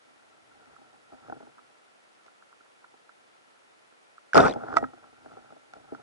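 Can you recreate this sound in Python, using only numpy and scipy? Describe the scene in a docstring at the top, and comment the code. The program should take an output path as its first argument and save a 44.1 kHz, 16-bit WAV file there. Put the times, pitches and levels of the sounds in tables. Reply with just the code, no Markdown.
"""A rubber-band speargun is aimed and fired in shallow sea, heard from a waterproof housing fixed to the gun.
Over a steady hiss with faint sizzle (shaped noise and impulses), the grip rubs, and ticks and knocks ring damped modes.
The trigger clicks; the bands drive the shaft in a burst of churned water, rail rattle and collapsing cavities.
The line runs out ever louder and brighter, then snaps taut: it jerks the muzzle and leaves the steel ringing.
Knocks, hard contacts and handling of the slack gun follow."""
import sys
import numpy as np
from scipy import signal
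from scipy.fft import rfft, irfft, next_fast_len
from scipy.io import wavfile

SR = 44100
rng = np.random.default_rng(int(sys.argv[2]) if len(sys.argv) > 2 else 0)


def put_to_file(sound):
    """Save the sound as 16-bit audio at rate SR, in the file named by the first command-line argument."""
    columns = np.atleast_2d(sound).T  # one column per channel
    safe = np.clip(columns, -1, 1)
    whole_steps = np.round(safe * 32767)
    wavfile.write(sys.argv[1], SR, whole_steps.astype(np.int16))


N = 265482

# resonances of the gun and its mount: pitch_hz, level_db, t60_s, phase_between_ports_rad
STOCK = [(135, -23, 0.11, 1.72), (257.8, -8, 0.12, 2.76), (319.8, -12.5, 0.083, .8),
         (431, -3.5, 0.036, 1.5), (509, -3.5, 0.045, 2.66), (666, -0.5, 0.034, 1.93),
         (777.4, 1.5, 0.031, 1.93)]
# resonances of the housing wall: pitch_hz, level_db, t60_s, phase_between_ports_rad
WALL = [(1005, -4.5, .014, 1.7), (1194, -3, 0.016, 1.72), (1360, 0, 0.025, 1.1), (1505, -10.5, 0.02, 1.5),
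        (1765, -20, 0.024, 1.6)]
# spectrum of cavitation, cracks and scrapes: frequency_hz, level_db
FIZZ = [(1060, -31), (1800, -0.5), (2050, -5), (2380, -7.5), (3040, -13), (3450, -9), (4080, -14.5),
        (4970, -11), (5560, -13), (6090, -16.5), (11000, -33), (14300, -67), (22000, -120)]
# stereo width of moving water: frequency_hz, side_over_mid_db
THRUST_SIDE = [(40, -15), (70, -4.5), (150, -1.5), (300, -0.5), (600, 3), (1000, 2)]
FIRE_S = 4.344  # the shaft starts to move
TOP_HZ = 11150  # upper band limit, also the smallest cavities of the crackle


def amp(db):
    """Level: decibels become an amplitude ratio."""
    return 10 ** (np.asarray(db) / 20)


def unit(x):
    """Normalisation: x is brought to rms 1."""
    return x / np.sqrt(np.mean(x ** 2) + 1e-20)


def clock(length):
    """Time base: seconds since the start of a sound that is length samples long."""
    return np.arange(length) / SR


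def along(points, hz):
    """Interpolation of (frequency, value) points on a logarithmic frequency axis."""
    f, v = np.transpose(points)
    return np.interp(np.log(hz + 1), np.log(f + 1), v)


def filtered(x, response):
    """Linear filtering: the spectrum of x is multiplied by a response of frequency."""
    size = x.shape[-1]
    padded = next_fast_len(size + 8192)
    spectrum = rfft(x, padded) * response(np.fft.rfftfreq(padded, 1 / SR))
    return irfft(spectrum, padded)[..., :size]


def coloured(x, spectrum):
    """Spectral shaping: x is weighted by the given spectrum and brought to rms 1."""
    return unit(filtered(x, lambda hz: amp(along(spectrum, hz))))


def wide(pair, spectrum, side):
    """Mid-side stereo: two unrelated signals become left and right of given spectrum and width, at rms 1."""
    mid = filtered(pair[0], lambda hz: 1 / np.sqrt(1 + amp(along(side, hz)) ** 2))
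    diff = filtered(pair[1], lambda hz: 1 / np.sqrt(1 + amp(-along(side, hz)) ** 2))
    return coloured(np.array([mid + diff, mid - diff]), spectrum)


def add(out, start_s, sound, pan_db=0):
    """Superposition: a sound is mixed in at its start; positive pan favours the left."""
    start = round(start_s * SR)
    part = (sound * amp([[pan_db / 2], [-pan_db / 2]]))[:, :N - start]
    out[:, start:start + part.shape[1]] += part


def placed(start_s, sound):
    """Superposition on silence: the sound alone, from its start."""
    out = np.zeros((2, N))
    add(out, start_s, sound)
    return out


def decay(t, t60):
    """Exponential damping: the amplitude falls by 60 dB in t60 seconds."""
    return np.exp(-np.log(1000) * t / t60)


def burst(age, attack, hold, t60, slope_db=0):
    """Attack, hold and decay: rises from age 0, holds while changing by slope_db a second, then dies away."""
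    held = np.clip(age - attack, 0, hold)
    after = np.maximum(age - attack - hold, 0)
    return np.clip(age / attack, 0, 1) * amp(slope_db * held - 60 * after / t60)


def swell(age, rise, fall):
    """Exponential growth to 1 at age 0 and exponential ebb, with time constants in seconds."""
    return np.exp(-np.maximum(-age / rise, age / fall))


def ring(modes, attack=0.00061, vary_db=2, detune=.03):
    """Modal synthesis: one blow swells into damped modes, peak 1, each reaching the two ports out of step."""
    t = clock(SR // 6)
    out = np.zeros((2, len(t)))
    for hz, db, t60, lag in modes:
        size, shift, start = rng.standard_normal(3)
        phase = start + np.array([[-lag / 2], [lag / 2]])
        mode = np.sin(2 * np.pi * hz * (1 + detune * shift) * t + phase)
        out += amp(db + vary_db * size) * decay(t, t60) * mode
    out *= (1 - np.exp(-t / attack)) ** 2
    return out / np.abs(out).max()


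def tilted(modes, db_per_octave):
    """Contact hardness: a harder blow excites the upper modes more, a softer one less."""
    return [(hz, db + db_per_octave * np.log2(hz / modes[0][0]), t60, lag) for hz, db, t60, lag in modes]


def grains(rate, spread_db, size=N):
    """Random point process: impulses at a mean rate per second, of uneven size and sign."""
    out = np.zeros(size)
    at = np.flatnonzero(rng.random(size) < rate / SR)
    signs = np.sign(rng.random(size)[at] - .5)
    out[at] = signs * amp(spread_db * rng.standard_normal(size)[at])
    return out


def chatter(modes, rate, spread_db, size, count=5):
    """Convolution of blows with modes: dense small impacts at several spots on one body, rms 1."""
    total = np.zeros((2, size))
    for _ in range(count):
        blows = grains(rate / count, spread_db, size)[None]
        total += signal.oaconvolve(blows, ring(modes), axes=1)[:, :size]
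    return unit(total)


def rubbing(stock, wall, scrape_db, rate, spread_db):
    """Friction by tiny catches: hand or line slips along the gun and rings stock and wall at the given gains."""
    size = len(stock)
    scrape = coloured(np.array([grains(10 * rate, 4, size) for port in range(2)]), FIZZ)
    wall_sound = chatter(WALL, rate, 2.5, size) + amp(scrape_db) * scrape
    return stock * chatter(STOCK, rate, spread_db, size) + wall * wall_sound


def flow(speed):
    """Flow noise: a low swirl of water round the moving housing follows its speed."""
    # frequency_hz, level_db
    swirl_spectrum = [(20, -25.5), (45, -12), (80, -5), (125, 0), (200, -11), (400, -43)]
    return speed * wide(rng.standard_normal((2, len(speed))), swirl_spectrum, THRUST_SIDE)


def crackle(rate, spread_db, cycles, size, count=12):
    """Cavity resonance: tiny cavities of many sizes each ring for a few cycles."""
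    out, t = np.zeros((2, size)), clock(SR // 100)
    for hz in np.geomspace(1800, TOP_HZ, count):
        tone = np.sin(2 * np.pi * hz * t + rng.normal(0, 1, (2, 1)))
        pop = hz * np.exp(-hz * t / cycles) * tone
        out += signal.oaconvolve(grains(rate / 2, spread_db, size)[None], pop, axes=1)[:, :size]
    return out


def sea(hiss_db=-60, sizzle_db=-76):
    """Ambient noise: a steady soft hiss with the sizzle of many far snaps, a sum of random impulses."""
    # spectrum of the hiss: frequency_hz, level_db
    hiss_spectrum = [(25, -44), (80, -26), (160, -15.5), (314, -8.5), (450, -6), (820, -6.5), (1450, -8.5),
                     (2500, -13.5), (5000, -22), (10500, -28.5)]
    # stereo width of the hiss: frequency_hz, side_over_mid_db
    hiss_side = [(60, -2.5), (110, 1), (190, 5.5), (350, 7), (620, 4), (1120, 6.5), (2010, 5), (3610, 1.5),
                 (6480, -3), (11600, -8)]
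    hiss = wide(rng.standard_normal((2, N)), hiss_spectrum, hiss_side)
    sizzle = coloured(np.array([grains(250, 4.6), grains(250, 5)]), FIZZ)
    return amp(hiss_db) * hiss + amp(sizzle_db) * sizzle


def handling(stock_db=-3, wall_db=-9, swirl_db=-15.5, rest_stock_db=-72, rest_wall_db=-73):
    """Common excitation: the hand's speed drives both grip friction and swirl; the grip is never quite still."""
    # movements that aim and steady the gun: fastest_s, speed_db, rise_s, fall_s
    moves = [(0.69, -57.5, .24, .24), (1.135, -53.5, .015, .035), (1.285, -50, 0.053, 0.14),
             (5.06, -58, 0.11, .08), (5.34, -52.5, 0.13, 0.15), (5.78, -53, 0.039, 0.097),
             (5.99, -51, 0.053, .15)]
    t = clock(N)
    speed = sum(amp(db) * swell(t - fastest_s, rise, fall) for fastest_s, db, rise, fall in moves)
    stock = amp(stock_db) * speed + amp(rest_stock_db)
    wall = amp(wall_db) * speed + amp(rest_wall_db)
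    return rubbing(stock, wall, scrape_db=-12.5, rate=350, spread_db=5.0) + flow(amp(swirl_db) * speed)


def small_contacts(tick_db=2, tick_stock_db=-2, tick_pan_db=-5, knock_db=2.5, knock_wall_db=1,
                   neutral_db=-19, brightening=0.23):
    """Impact excitation: sharp ticks mostly ring the wall, soft knocks the stock; harder knocks are brighter."""
    # light ticks in the water, before the gains above: start_s, level_db, stock_over_wall_db
    ticks = [(0.7636, -46.5, -16), (1.5808, -45.5, -22), (1.59, -44.5, -18), (2.2816, -46.5, -15),
             (2.424, -45.5, -15), (2.528, -44.5, -24), (2.607, -51, -3), (2.6623, -54.5, -16),
             (2.8427, -44, -26), (2.9404, -53, 4.5), (3.093, -44.5, -26), (3.924, -55, 1),
             (4.1806, -41, -18)]
    # knocks of hand, rubbers and line on the gun, before the gains above:
    # start_s, level_db, wall_over_stock_db (the hardness)
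    knocks = [(1.12, -41.5, -11), (1.131, -41, -13), (1.363, -39, -30), (1.404, -38.5, -13),
              (1.427, -40, -21), (1.469, -44.5, -18), (4.5595, -23.5, -26), (4.635, -27.5, -10.5),
              (4.684, -29.5, -6), (4.825, -18.5, -17), (4.933, -40, -7.5), (4.976, -45, -10),
              (5.259, -39.5, -6.5), (5.316, -42, -11), (5.369, -39, -8.5), (5.522, -40.5, -13),
              (5.563, -44.5, -13), (5.764, -43.5, -13), (5.921, -28.5, -25), (5.932, -38, -20)]
    out = np.zeros((2, N))
    for start_s, db, stock_db in ticks:
        wall = ring(WALL, vary_db=3.5, detune=0.011)
        stock = amp(stock_db + tick_stock_db) * ring(STOCK)
        add(out, start_s, amp(db + tick_db) * (wall + stock), tick_pan_db)
    for start_s, db, wall_db in knocks:
        stock = ring(tilted(STOCK, brightening * (wall_db - neutral_db)), attack=0.0016)
        wall = amp(wall_db + knock_wall_db) * ring(WALL, attack=0.00071)
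        add(out, start_s, amp(db + knock_db) * (stock + wall))
    return out


def hard_contacts(crack_t60=0.015, crack_db=-9, ring_db=1, hardness_db=2):
    """Hard impact: shaft, taut line and fittings strike the gun, a short bright crack on top of both rings."""
    # before the gains above: start_s, level_db, stock_over_wall_db, crack_db, left_over_right_db
    contacts = [(1.2977, -37.5, 8.5, -12, -2), (1.3237, -37.5, 11, -15, 0), (2.264, -52.5, 2, 7, -1),
                (4.3452, -23.5, 11.5, 7, -1), (4.354, -8, -0.5, -17, 5), (4.3684, -11, 7, -0.5, -3),
                (4.377, -6, -5.5, -0.5, 1), (4.3903, -11.5, -4, -18, -1.5), (4.4025, -17, 8, -1, 8),
                (4.463, -22, 5, -5, 5), (4.4814, -22, 2.5, -3, -3), (4.511, -44, 16, 11, 5),
                (4.537, -37.5, -1, 7, 4), (4.727, -26, -9.5, -24, -6.5), (4.740, -26.5, -2, -13, -5),
                (4.764, -25, 0, -17, -1), (4.783, -26, -5, -3.5, -12), (4.840, -23.5, -9, -33, -4),
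                (5.041, -42.5, -5, -15, 0), (5.504, -46.5, 0, -14, -3), (5.736, -40, 1, 3, 2),
                (5.948, -36, -6.5, -9, -3)]
    out, t = np.zeros((2, N)), clock(SR // 6)
    for start_s, db, stock_db, bright_db, pan_db in contacts:
        crack = coloured(rng.standard_normal((2, len(t))), FIZZ) * decay(t, crack_t60)
        body = ring(WALL) + amp(stock_db) * ring(tilted(STOCK, hardness_db))
        sound = amp(ring_db) * body + amp(bright_db + crack_db) * crack
        add(out, start_s, amp(db) * sound, pan_db)
    return out


def trigger(start_s=4.3326, click_db=-15, hz=1500, t60=.012, crack_db=-33, crack_rise=.001, crack_fall=.0025):
    """Single-mode impact: the sear lets go with one clear click just before the shaft moves."""
    t = clock(SR // 6)
    noise = coloured(rng.standard_normal((2, len(t))), FIZZ)
    crack = swell(t - 2 * crack_rise, crack_rise, crack_fall) * noise
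    out = placed(start_s, amp(crack_db) * crack)
    click = ring([(hz, 0, t60, .9)], attack=0.0011, detune=.005)
    add(out, start_s, amp(click_db) * click, -4)
    return out


def launch(thrust_db=-15, rail_db=-16.0, rail_delay=.015, slap_db=-25, slap_rattle_db=-27, slap_delay=0.086,
           fizz_db=-33):
    """Flow noise, impacts and cavitation: rubbers churn water and slap the muzzle, the shaft rattles on its rail."""
    # spectrum of the churned water: frequency_hz, level_db
    thrust_spectrum = [(25, -20.5), (70, -17.5), (130, -9), (200, -7), (310, -0.5), (450, -0.5), (750, -1),
                       (930, -10), (1100, -11.5), (1450, -29), (2400, -100)]
    t = clock(SR // 2)
    thrust = amp(thrust_db) * burst(t, attack=0.026, hold=0.036, t60=.27)
    rail = amp(rail_db) * burst(t - rail_delay, attack=0.018, hold=.008, t60=.18)
    slap = amp(slap_db) * burst(t - slap_delay, attack=.006, hold=0.019, t60=.27)
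    slap_rattle = amp(slap_rattle_db) * burst(t - slap_delay, attack=.016, hold=0.029, t60=0.075)
    cavitation = amp(fizz_db) * burst(t, attack=0.0098, hold=.14, t60=.13, slope_db=-60)
    blows = np.array([grains(900, 2.5, len(t)) for port in range(2)])
    churn = wide(blows, thrust_spectrum, THRUST_SIDE)
    rattle = chatter(WALL, 700, 2.8, len(t))
    fizz = coloured(crackle(rate=1000, spread_db=4.5, cycles=2.8, size=len(t)), FIZZ)
    return placed(FIRE_S, (thrust + slap) * churn + (rail + slap_rattle) * rattle + cavitation * fizz)


def recoil(shove_db=-32, kick_delays=(.061, .109), rise=.017, fall=.012):
    """Reaction: the gun kicks as the shaft leaves and as the rubbers stop, and shoves water past the housing."""
    t = clock(SR // 2)
    shove = sum(swell(t - delay, rise, fall) for delay in kick_delays)
    return placed(FIRE_S, flow(amp(shove_db) * shove))


def bubbles(life=0.0022, rise=0.037):
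    """Cavity resonance: each larger collapsing cavity swells in and rings briefly, rising a little in pitch."""
    # start_s, level_db, pitch_hz at the start
    cavities = [(4.3465, -24.5, 5020), (4.4025, -26, 3580), (4.465, -30.5, 2440), (4.496, -35.5, 3720),
                (4.51, -37.5, 3950), (4.5255, -38.5, 3350)]
    out, t = np.zeros((2, N)), clock(SR // 40)
    age = t / life
    envelope = 2 * np.e * age * np.exp(-2 * age)  # peaks at 1 after half a life
    for start_s, db, hz in cavities:
        phase = 2 * np.pi * hz * (t + rise * t * age / 10) + rng.normal(0, 0.87, (2, 1))
        add(out, start_s, amp(db) * envelope * np.sin(phase))
    return out


def line_run(start_s=4.51, stock_db=-43, wall_db=-53.5, swirl_db=-68):
    """Friction and flow noise: the line pays out behind the shaft, ever louder and brighter, then dies away."""
    t = clock(SR)
    stock = amp(stock_db) * burst(t, attack=0.026, hold=0.27, t60=0.29, slope_db=17.5)
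    wall = amp(wall_db) * burst(t, attack=.02, hold=.24, t60=.42, slope_db=41)
    swirl = amp(swirl_db) * burst(t, attack=.02, hold=0.3, t60=0.21, slope_db=66.5)
    return placed(start_s, rubbing(stock, wall, scrape_db=-16.5, rate=650, spread_db=3) + flow(swirl))


def line_snap(taut_s=4.7684, jerk_db=-3, pan_db=-5.0, crack_db=-27, crack_width=.0025, lag=0.0018,
              steel_db=-45, creak_db=-24, jolt_db=-27):
    """Impulse on a resonant body: the taut line jerks the muzzle, cracks, jolts the stock and rings the steel."""
    # resonances of the jerked muzzle: pitch_hz, level_db, t60_s, phase_between_ports_rad
    muzzle = [(301, -24.5, 0.06, 2.6), (673, -19, 0.09, 1.5), (910, -9, .02, 1.3), (1318, 0, .024, 1.1),
              (1965, -16, 0.029, 1.4), (2310, -24.5, 0.027, 1.2)]
    # resonances of the steel shaft, before steel_db: pitch_hz, level_db, t60_s
    steel = [(1890, 0.5, 0.35), (3774, -10, 0.1), (5800, -12, .15), (7671, -18, .16), (9500, -11, .09)]
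    lead = .05  # seconds of build-up ahead of the jerk
    t = clock(SR // 2)
    # crack and creak build as the line stretches and peak just after the jerk starts
    crack = amp(crack_db) * coloured(rng.standard_normal((2, len(t))), FIZZ)
    creak = amp(creak_db) * chatter(WALL, 900, 3, len(t))
    stretch = swell(t - lead - lag, crack_width, crack_width)
    jolt = amp(jolt_db) * swell(t - lead, rise=.006, fall=0.009) * chatter(STOCK, 900, 3, len(t))
    out = placed(taut_s - lead, stretch * (crack + creak) + jolt)
    jerk = ring(muzzle, attack=0.00094, vary_db=1, detune=.005)
    add(out, taut_s, amp(jerk_db) * jerk, pan_db)
    for hz, mode_db, t60 in steel:
        phase = 2 * np.pi * hz * t + rng.normal(0, .6, (2, 1))
        add(out, taut_s, amp(steel_db + mode_db) * decay(t, t60) * np.sin(phase))
    return out


def scene():
    """Superposition of all sources: the stalk, the shot and the slack gun afterwards."""
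    shot = trigger() + launch() + recoil() + bubbles() + line_run() + line_snap()
    return sea() + handling() + small_contacts() + hard_contacts() + shot


def record(dry):
    """Band limiting and soft saturation: deep bass is cut, peaks near full scale rounded, the top cut steeply."""
    high_pass = signal.butter(2, 30, "highpass", fs=SR, output="sos")  # corner in Hz
    thin = signal.sosfilt(high_pass, dry)
    rounded = thin / (1 + thin ** 6) ** (1 / 6)
    return filtered(rounded, lambda hz: 1 / np.sqrt(1 + (hz / TOP_HZ) ** 160))


dry = scene()
out = record(dry)
put_to_file(out)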